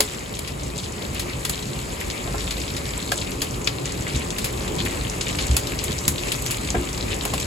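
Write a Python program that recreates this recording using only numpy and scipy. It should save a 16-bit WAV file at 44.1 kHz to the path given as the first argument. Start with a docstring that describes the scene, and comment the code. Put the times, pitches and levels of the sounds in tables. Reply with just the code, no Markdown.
"""Heavy rain and hail on a wooden deck

Heard from just behind a screened window. Shaped noise gives the far hiss and the drumming of roof and deck,
which grows; brief damped sines give the near drops. Hailstones and pellets are short noise bursts, and pane
and wooden frame ring in decaying modes; the pane also gives a few low thuds. A phone's two ports listen."""
import sys
import numpy as np
from scipy import signal
from scipy.fft import rfft, irfft, next_fast_len
from scipy.io import wavfile
from scipy.ndimage import uniform_filter1d, map_coordinates

SR = 44100
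rng = np.random.default_rng(int(sys.argv[2]) if len(sys.argv) > 2 else 0)


def file_out(sig):
    """Save sig as 16-bit WAV at sys.argv[1]."""
    # one column per channel
    cols = np.atleast_2d(sig).T
    # limit, then scale
    lim = np.clip(cols, -1, 1)
    pcm = np.round(lim * 32767).astype(np.int16)
    wavfile.write(sys.argv[1], SR, pcm)


N = 328986

# Low knock of pane or frame, noise spectrum. Each row: frequency in Hz, level in dB.
KNOCK_SPECTRUM = [(100, 0), (400, -25), (800, -6), (1500, -7), (2200, -10), (5000, -47)]


def amp(db):
    """Decibels to gain."""
    return 10 ** (np.asarray(db) / 20)


def unit(x):
    """Scale to rms 1."""
    return x / np.sqrt(np.mean(x ** 2) + 1e-20)


def along(points, hz):
    """Join (Hz, value) points by straight lines on a log frequency axis."""
    f, v = np.transpose(points)
    return np.interp(np.log(hz + 1), np.log(f), v)


def curves(rows):
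    """One value per sample for each column after the time in seconds."""
    s, *cols = np.transpose(rows)
    return [np.interp(np.arange(N) / SR, s, c) for c in cols]


def wobble(rate_hz):
    """Smooth random curve with rate_hz knots a second."""
    knots = rng.standard_normal(int(N * rate_hz / SR) + 4)
    return map_coordinates(knots, [np.arange(N) * rate_hz / SR])


def filtered(x, response):
    """Multiply the spectrum of x by a response of frequency in Hz."""
    n = x.shape[-1]
    m = next_fast_len(n + 4096)
    return irfft(rfft(x, m) * response(np.fft.rfftfreq(m, 1 / SR)), m)[..., :n]


def coloured(x, spectrum):
    """Filter x by (Hz, dB) points, then scale to rms 1."""
    return unit(filtered(x, lambda hz: amp(along(spectrum, hz))))


def add(track, s, sound):
    """Mix a sound into a track at s seconds."""
    start = max(round(s * SR), 0)
    part = track[:, start:start + sound.shape[-1]]
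    part += sound[..., :part.shape[-1]]


def rush(patchy_db):
    """Two unrelated noises sharing random patches of gain over time and frequency."""
    z = signal.stft(rng.standard_normal((2, N)), nperseg=512)[2]
    field = rng.standard_normal(z.shape[1:])
    field = uniform_filter1d(uniform_filter1d(field, size=12, axis=0), size=7, axis=1)
    return signal.istft(z * amp(patchy_db * unit(field)), nperseg=512)[1][:, :N]


def drops(count, spread_db, life_s, scatter_s, order=4, fade_db=10):
    """Each drop bursts into a few damped splashlets near its own pitch, the later ones weaker."""
    when, pitch, size = rng.random((3, count, 1))
    delay, detune, weight = rng.random((3, count, order))
    start = ((when * N / SR + scatter_s * delay ** 2) * SR).astype(int).reshape(-1, 1)
    hz = ((1500 + 8000 * pitch) * 2 ** (detune - .5)).reshape(-1, 1)
    mass = np.minimum(-np.log(1 - size), 2.5)
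    gain = (amp(spread_db * mass - fade_db * delay ** 2) * (1 + weight)).reshape(-1, 1)
    k = np.arange(96)  # samples
    shape = gain * np.exp(-k / SR / life_s) * (1 - np.exp(-k / 2))
    where = (start + k).ravel()
    out = []
    for phase in 2 * np.pi * rng.random((2, len(hz), 1)):
        splashlets = shape * np.sin(2 * np.pi * hz * k / SR + phase)
        out.append(np.bincount(where, splashlets.ravel(), N)[:N])
    return np.array(out)


def echoes(x, t60_s, wet_db):
    """Wall, fence and window recess add a short diffuse tail of decaying noise."""
    t = np.arange(SR // 5) / SR
    tail = rng.standard_normal((2, len(t))) * amp(-60 * t / t60_s)
    wet = signal.fftconvolve(x, tail / np.linalg.norm(tail[0]), axes=1)[:, :N]
    return x + amp(wet_db) * wet


def storm(mean_db, growth):
    """Level in dB of a layer that gains growth dB per dB of downpour strength."""
    # Strength of the downpour; only its departure from the mean counts. 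Each row: time in seconds, strength in dB.
    strength_rows = [(0.05, -36.5), (0.34, -43.5), (1.02, -39.5), (1.78, -37), (2.2, -36), (3.25, -38),
                     (3.7, -39), (4.84, -35), (5.15, -34.5), (5.52, -34.5), (6.06, -34.5), (6.34, -32),
                     (6.78, -36), (7.46, -35.5)]
    strength_db, = curves(strength_rows)
    return mean_db + growth * (strength_db - strength_db.mean())


def rain(flurry_hz=16, far_swing_db=1.0, near_swing_db=1.4):
    """Far rain merges to a hiss; nearer drops on wet boards sound singly; both swell in flurries."""
    # Spectra of far hiss, fine spray and near splashes. Each row: frequency in Hz, level in dB.
    hiss_spectrum = [(500, -41), (1000, -9), (1500, -5), (2300, 0), (3500, -7), (5000, -7), (6000, -12.5),
                     (8000, -10), (10500, -13), (14000, -18.5), (16000, -71)]
    spray_spectrum = [(3000, -30), (5900, -12), (6800, -1.5), (7800, 0), (8400, -2), (9200, -6),
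                      (10500, -8), (12200, -9), (14300, -17), (15200, -27), (16000, -32)]
    splash_spectrum = [(600, 1), (1500, -4.5), (2500, 2.5), (4300, 3), (5900, -6.5), (7000, -1),
                       (8000, 6.5), (9500, -19), (12000, 3.5), (14200, -3), (16000, -45)]
    flurry = wobble(flurry_hz)

    hiss_db = storm(mean_db=-37, growth=0.51) + far_swing_db * flurry
    hiss = amp(hiss_db) * coloured(rush(patchy_db=1.9), hiss_spectrum)

    fine = unit(drops(count=6000, spread_db=0.0, life_s=0.000097, scatter_s=0.00084))
    mist = unit(rush(patchy_db=3.0)) + fine
    spray = amp(storm(mean_db=-41.5, growth=0.83)) * coloured(mist, spray_spectrum)

    patter = drops(count=1400, spread_db=5.5, life_s=.00036, scatter_s=.0055, order=6)
    near = echoes(patter, t60_s=.08, wet_db=-11)
    splash_db = storm(mean_db=-39.5, growth=1) + near_swing_db * flurry
    return hiss + spray + amp(splash_db) * coloured(near, splash_spectrum)


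def drumming():
    """Countless blows on roof and deck merge to a rumble, noise lifted at the room's resonances."""
    # Rumble ahead of the resonances. Each row: frequency in Hz, level in dB per Hz.
    rumble_spectrum = [(18, -26), (30, -17), (39, -15), (47, 1.5), (64, 0), (90, -3.5), (130, -2.5),
                       (165, -8), (230, -8.5), (400, -11), (520, -12.5), (1000, -18), (1500, -26),
                       (3000, -47)]
    # Resonances of room and pane. Each row: centre in Hz, width in Hz, lift in dB.
    resonances = [(133.5, 17, 2.5), (180.5, 6.4, 6.5), (217, 11, 2), (282, 22, 4.5), (355, 11.6, 8),
                  (422.3, 10.3, 8), (576, 8.6, 4), (755, 22, 5), (1210, 250, 3.5)]
    # Level of the drumming. Each row: time in seconds, level in dB.
    level_rows = [(0.1, -32), (0.8, -31.3), (1.2, -30), (1.7, -30.5), (2.4, -29), (2.7, -30), (3.3, -29),
                  (3.9, -29), (4.5, -28.5), (4.75, -26.5), (5.1, -28.5), (5.45, -27), (5.75, -28),
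                  (5.95, -28.5), (6.6, -28.5), (7.0, -28), (7.4, -28)]

    def lift(hz):
        return amp(sum(db / (1 + (2 * (hz - centre) / width) ** 2) for centre, width, db in resonances))
    rumble = unit(filtered(coloured(rush(patchy_db=1), rumble_spectrum), lift))
    level_db, = curves(level_rows)
    return amp(level_db) * rumble


def pane_ring(t, span, uneven_db=3, detune=0.017):
    """Modes of pane and sill answer a stone, uneven in strength with where it lands."""
    # Modes under a hailstone; span scales the decay. Each row: frequency in Hz, level in dB, t60 in seconds.
    pane_modes = [(2000, -15, 0.03), (2374, -1, 0.065), (2900, -20, 0.026), (3910, -20, 0.024),
                  (4290, -5, 0.067), (4870, -6.5, 0.092), (6700, 8, 0.025)]
    ring = 0
    for hz, level_db, t60_s in pane_modes:
        strength, shift = rng.standard_normal(2)
        decay = amp(level_db + uneven_db * strength - 60 * t / (t60_s * span))
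        cycles = hz * (1 + detune * shift) * t + rng.random((2, 1))
        ring = ring + decay * np.sin(2 * np.pi * cycles)
    return ring


def hail(rise_s=0.0019, contact_t60_s=0.058, rattle_t60_s=0.14, rattle_db=3.0, lead_s=.0003, ring_db=-4):
    """Each stone cracks, sheds most sound in a few ms, then leaves a weak rattle of pane and splinters."""
    # Big stones on pane and sill. Each row: time in seconds, strength in dB, brightness (tick over crack) in dB,
    # after-rattle in dB; the part offsets below come on top.
    stones = [(0.0045, -10.5, -0.5, -12.5), (0.391, -26.5, 3, -17), (0.474, -32.5, -5.5, -1.5),
              (1.146, -31, 11, -15), (1.194, -25, -1.5, -5), (1.4499, -20.5, -0.5, -10),
              (1.495, -19, 6, -12), (2.1004, -27, -11, -19), (2.5062, -30, -7.5, 1.5),
              (2.765, -26.5, -5, -6.5), (3.1176, -19.5, -4, -8), (3.4169, -21, -3.5, -6),
              (3.6726, -15, -11.5, -11), (3.856, -31.5, -18, -9), (4.3046, -30.5, -7, -25),
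              (4.383, -24, -2, -7), (4.442, -26.5, -1, 0), (4.8494, -34, 2, -1.5),
              (5.2088, -25.5, -18, -5.5), (5.3862, -23, -11, -5), (5.512, -26, -12, -14),
              (5.566, -15, 1, -10.5), (5.8392, -25, 11, -8.5), (5.919, -26.5, -6, -20),
              (6.0789, -12.5, 7.5, -11.5), (6.321, -21.5, 5, -14), (6.4625, -21.5, 0, -20),
              (6.5072, -27, 4, -1.5), (6.57, -27.5, 3, -21), (6.7034, -31, -14, -8), (7.252, -21.5, 7, -14),
              (7.3365, -24.5, -1, -7.5), (7.3994, -28.5, -4, -14)]
    # Spectra of crack and high tick. Each row: frequency in Hz, level in dB.
    crack_spectrum = [(800, -17), (1900, -2.5), (2700, 1), (4800, 1), (6000, -7), (8000, -51)]
    tick_spectrum = [(4000, -19.5), (6000, -8.5), (7200, -0.5), (8600, -1.5), (9600, -1), (11500, -2),
                     (14000, -7), (16000, -18)]
    out, t = np.zeros((2, N)), np.arange(SR // 7) / SR
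    for s, db, bright_db, after_db in stones:
        # a harder contact moves energy from crack to tick
        crack_db = db - 10 * np.log10(1 + amp(bright_db) ** 2)
        # a softer one tilts the tick further down, 1 dB per octave per dB of brightness
        tilt_db = np.clip(bright_db, -15, -2)
        tick = [(hz, level + tilt_db * np.log2(hz)) for hz, level in tick_spectrum]
        # a clean rebound is shorter and sharper than a stone that shatters
        span = amp(after_db / 2)
        swell = 1 - np.exp(-(t / rise_s / span) ** 2)
        rattle = amp(after_db + rattle_db - 60 * t / rattle_t60_s)
        # spectrum, level in dB, decay multiple: low modes of the pane outlast the high ones
        parts = ((KNOCK_SPECTRUM, db - 11, 1.6),
                 (crack_spectrum, crack_db + 2, 1),
                 (tick, crack_db + bright_db + 5.0, .8))
        for spectrum, part_db, hold in parts:
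            contact = amp(-60 * t / (contact_t60_s * hold * span)) / np.sqrt(span)
            noise = coloured(rng.standard_normal((2, len(t))), spectrum)
            add(out, s - lead_s, amp(part_db) * swell * np.hypot(contact, rattle) * noise)
        add(out, s - lead_s, amp(crack_db + ring_db) * swell * pane_ring(t, span))
    return out


def pellets(level_db=-5.0, focus_db=22, rise_s=0.00023, t60_s=0.011,
            scatter_db=-13, scatter_t60_s=0.14, edge_hz=8800):
    """A small pellet clacks on the boards around one pitch and throws up a brief scatter of water."""
    # Pellets and fat drops. Each row: time in seconds, level in dB re level_db, centre in Hz.
    hits = [(0.193, -23, 7900), (0.26, -26, 2900), (0.339, -17, 3460), (0.3513, -17, 7350),
            (0.4476, -19, 3060), (0.596, -21, 4000), (0.634, -17, 7560), (0.7861, -16, 3920),
            (0.9223, -21, 7410), (1.021, -20, 3000), (1.3334, -20.5, 3150), (1.394, -23, 7900),
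            (1.6706, -27, 7190), (1.904, -22, 3500), (2.007, -20, 7500), (2.101, -16, 4900),
            (2.381, -16.5, 4950), (2.406, -17, 4100), (2.477, -15.5, 3170), (2.5995, -23, 4530),
            (2.616, -17, 4300), (2.6793, -17.5, 3880), (2.7385, -23, 5090), (2.855, -17, 3300),
            (2.939, -26, 3600), (3.036, -23, 3800), (3.158, -18, 7600), (3.2148, -13, 3700),
            (3.318, -18, 7800), (3.509, -20, 7200), (3.6446, -14, 7040), (3.856, -13, 7100),
            (3.922, -17, 7640), (4.008, -19, 7540), (4.068, -18, 1950), (4.081, -19, 7550),
            (4.128, -28, 3800), (4.149, -22, 3890), (4.161, -13.5, 7160), (4.173, -18, 7300),
            (4.219, -20, 2600), (4.305, -13.5, 7300), (4.535, -22, 3300), (4.6204, -21, 4010),
            (4.678, -15, 3100), (4.785, -16.5, 3300), (4.862, -13, 2200), (5.098, -13, 6900),
            (5.212, -9, 7300), (5.283, -15, 7800), (5.469, -15, 7900), (5.512, -15, 7500),
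            (5.671, -13, 3970), (5.79, -12, 4070), (5.8808, -15.5, 3130), (5.917, -24, 7750),
            (5.987, -13, 6400), (6.181, -11.5, 3620), (6.271, -19, 7900), (6.284, -18, 4100),
            (6.3187, -7.5, 3530), (6.355, -17, 7100), (6.4693, -11.5, 7020), (6.6735, -18, 7310),
            (6.674, -19, 3300), (6.7033, -10, 7000), (6.889, -16.5, 3580), (6.9294, -16, 6760),
            (7.008, -21, 4100), (7.0263, -16, 3900), (7.103, -19, 7800), (7.143, -16, 7550),
            (7.21, -14, 3440), (7.3995, -14, 6800), (7.412, -20, 7700)]
    out, t = np.zeros((2, N)), np.arange(SR // 10) / SR
    scatter = amp(scatter_db - 60 * t / scatter_t60_s)
    shape = (1 - np.exp(-t / rise_s)) * np.hypot(amp(-60 * t / t60_s), scatter)
    for s, db, centre_hz in hits:
        def band(hz):
            octaves = np.log2((hz + 1) / centre_hz)
            peak = amp(-focus_db * np.log10(1 + (2 * octaves) ** 2))
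            return peak / np.hypot(1, (hz / edge_hz) ** 6)
        clack = unit(filtered(rng.standard_normal((2, len(t))), band))
        add(out, s, amp(db + level_db) * shape * clack)
    return out


def gushes(focus_db=11):
    """A gush slaps on the boards as a quick cluster of drops that swells, then thins out."""
    # Gushes; each peaks at a third of its length. Each row: time in seconds, length in seconds, level in dB,
    # centre in Hz.
    slaps = [(0.072, 0.086, -36, 2800), (0.748, 0.073, -33, 4530), (0.83, 0.044, -33.5, 4270),
             (1.148, 0.074, -35.5, 3300), (1.996, 0.032, -32, 2670), (2.393, 0.049, -36.5, 4200),
             (3.163, 0.055, -29, 4930), (3.209, 0.021, -30, 3080), (4.064, 0.026, -32.5, 1980),
             (4.083, 0.054, -36.5, 3420), (4.141, 0.048, -33.5, 3630), (4.203, 0.028, -33.5, 2290),
             (4.785, 0.037, -29, 3380), (4.85, 0.042, -32, 2200), (5.262, 0.017, -29, 3140),
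             (5.282, 0.038, -29, 3050), (5.398, 0.048, -28, 4120), (5.777, 0.088, -33.5, 3580),
             (6.507, 0.024, -30, 3980), (6.738, 0.047, -34, 2400), (7.111, 0.045, -28.5, 3000)]
    # Spectrum of the drops. Each row: frequency in Hz, level in dB.
    slap_spectrum = [(800, 6), (2000, -0.5), (2700, -2), (4300, -6.5), (6000, -9), (7500, 3), (12000, 7)]
    out, t = np.zeros((2, N)), np.arange(SR // 4) / SR
    cluster = coloured(drops(count=8000, spread_db=3.0, life_s=.0003, scatter_s=.002), slap_spectrum)
    for s, length_s, db, centre_hz in slaps:
        age = t / length_s * 3
        piece = cluster[:, int(s * SR):][:, :len(t)]
        water = filtered(piece, lambda hz: amp(-focus_db * np.log2((hz + 1) / centre_hz) ** 2))
        add(out, s, amp(db) * age * np.exp(1 - age) * unit(water))
    return out


def knocks(attack_s=0.00056, rough=0.62, puff_t60_s=0.11):
    """Heavy blows ring the wooden frame; each favours the modes near one pitch, higher if harder."""
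    # Blows. Each row: time in seconds, level in dB, favoured pitch in Hz, decay multiple, fall one octave away in dB.
    blows = [(.002, -23, 296, 1, 3), (1.015, -32.5, 420, 1.3, 12), (1.451, -36, 1500, 1, 13),
             (2.273, -30.5, 700, 1.1, 12), (2.343, -28, 800, 1.1, 4.5), (3.119, -21, 1480, .9, 25),
             (3.1205, -25.5, 610, .9, 23), (3.419, -29, 397, 1, 12), (3.530, -24, 140, 1.2, 12),
             (3.673, -29, 2000, .8, 14), (3.6735, -29.5, 460, .8, 16), (4.145, -17.5, 130, 1, 9),
             (5.491, -17.5, 125, .9, 16), (6.072, -16.5, 140, .8, 8.5), (6.7445, -21, 650, 1.1, 9),
             (6.746, -27.5, 2100, 1.6, 14), (6.750, -20, 322, 1.4, 6.5), (6.793, -24, 180, .8, 3),
             (7.251, -27.5, 750, 1, 8), (7.2515, -27, 3000, .9, 25), (7.3365, -20.5, 770, .55, 17),
             (7.337, -36, 2730, .7, 5)]
    # Modes of the frame. Each row: frequency in Hz, level in dB, t60 in seconds at decay multiple 1.
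    wood_modes = [(124.4, -6.5, 0.14), (149, -6, 0.22), (224, -4, 0.54), (279, -3.5, 0.38),
                  (352.8, 1, 0.17), (426.5, 5, 0.21), (562, 3.5, 0.11), (700, 8.5, 0.061), (805, 3, 0.078),
                  (1048, 6, 0.11), (1350, 6, 0.07), (1610, 8, 0.066), (1706, 3.5, .09), (2290, -4, .06),
                  (3300, 3, .028)]
    out, t = np.zeros((2, N)), np.arange(SR // 4) / SR
    for s, db, centre_hz, hold, focus_db in blows:
        def favour_db(hz):
            return -focus_db * np.log2((hz + 1) / centre_hz) ** 2
        ring = 0
        for hz, level_db, t60_s in wood_modes:
            strength_db = level_db + rng.normal(0, 1.5) + favour_db(hz)
            tone = np.sin(2 * np.pi * (hz * t + rng.random((2, 1))))
            ring = ring + amp(strength_db - 60 * t / (t60_s * hold)) * tone
        # countless weaker modes merge to a puff of noise
        noise = rng.standard_normal((2, len(t)))
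        puff = unit(filtered(noise, lambda hz: amp(favour_db(hz) + .5 * along(KNOCK_SPECTRUM, hz))))
        body = .5 * ring + rough * amp(-60 * t / (puff_t60_s * hold)) * puff
        add(out, s, amp(db) * body * (1 - np.exp(-t / attack_s)))
    return out


def thuds(overtone=1.85, overtone_db=-10):
    """The whole pane swings for a few cycles, with a weaker overtone around the peak of the swell."""
    # Thuds. Each row: time in seconds, level in dB, pitch in Hz, swell to the peak in seconds.
    swings = [(2.25, -30, 49.6, 0.1), (4.142, -20.5, 69.7, 0.024), (5.489, -12, 65.5, 0.028),
              (6.081, -22.5, 66, 0.022), (6.765, -17.5, 65.6, 0.017)]
    out, t = np.zeros((2, N)), np.arange(SR // 2) / SR
    for s, db, hz, swell_s in swings:
        swing = (t / swell_s * np.exp(1 - t / swell_s)) ** 2
        turn = 2 * np.pi * hz * t
        second = amp(overtone_db) * swing * np.sin(overtone * turn)
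        add(out, s, amp(db) * swing * (np.sin(turn) + second))
    return out


def ports(field, alike):
    """Two unrelated halves of the field reach the two ports partly alike, unequal and out of step."""
    # Level at the ports. Each row: frequency in Hz, left minus right in dB.
    balance_db = [(120, 0), (220, -2), (400, 1), (950, 3), (1700, 0), (2800, 5), (3600, 4.5), (5400, 8),
                  (7200, 1), (10000, -0.5)]
    # Phase at the ports. Each row: frequency in Hz, lead of left over right in radians.
    lead_rad = [(100, 0), (400, .5), (2700, 1), (4000, .3), (5400, 0), (6100, .7), (7300, -.4),
                (9050, -3.1), (11100, -6.3), (13150, -9.4), (15000, -12.5)]

    def split(hz):
        turn = np.arccos(np.clip(along(alike, hz), -1, 1)) / 2
        return np.array([np.cos(turn), np.sin(turn)])

    def placement(hz):
        gains = amp(np.outer([.5, -.5], along(balance_db, hz)))
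        gains = gains / np.sqrt(np.mean(gains ** 2, axis=0))
        return gains * np.exp(1j * np.outer([.5, -.5], along(lead_rad, hz)))
    mid, side = filtered(field, split)
    return filtered(np.array([mid + side, mid - side]), placement)


def scene():
    """Rain and hail at the ports, closer blows on the frame, and thuds equal in both."""
    # Likeness of the ports for rain and hail, then for the close frame, which is more alike at low frequencies.
    # Each row: frequency in Hz, likeness from -1 to 1.
    rain_alike = [(100, 0.99), (220, 0.89), (320, 0.38), (560, 0.47), (740, -0.85), (1000, -0.001),
                  (1500, -0.56), (2000, 0.082), (2700, 0.5), (4000, 0.59), (5400, 0.15), (6700, 0.99),
                  (15000, 1)]
    frame_alike = [(150, 0.97), (450, 0.98), (800, 0.52), (1500, -0.14), (2600, 0.041), (5000, .5)]
    weather = rain() + drumming() + hail() + pellets() + gushes()
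    return ports(weather, rain_alike) + ports(knocks(), frame_alike) + thuds()


def record(dry, top_hz=15900):
    """The phone keeps nothing above its band limit."""
    return filtered(dry, lambda hz: hz < top_hz)


dry = scene()
out = record(dry)
file_out(out)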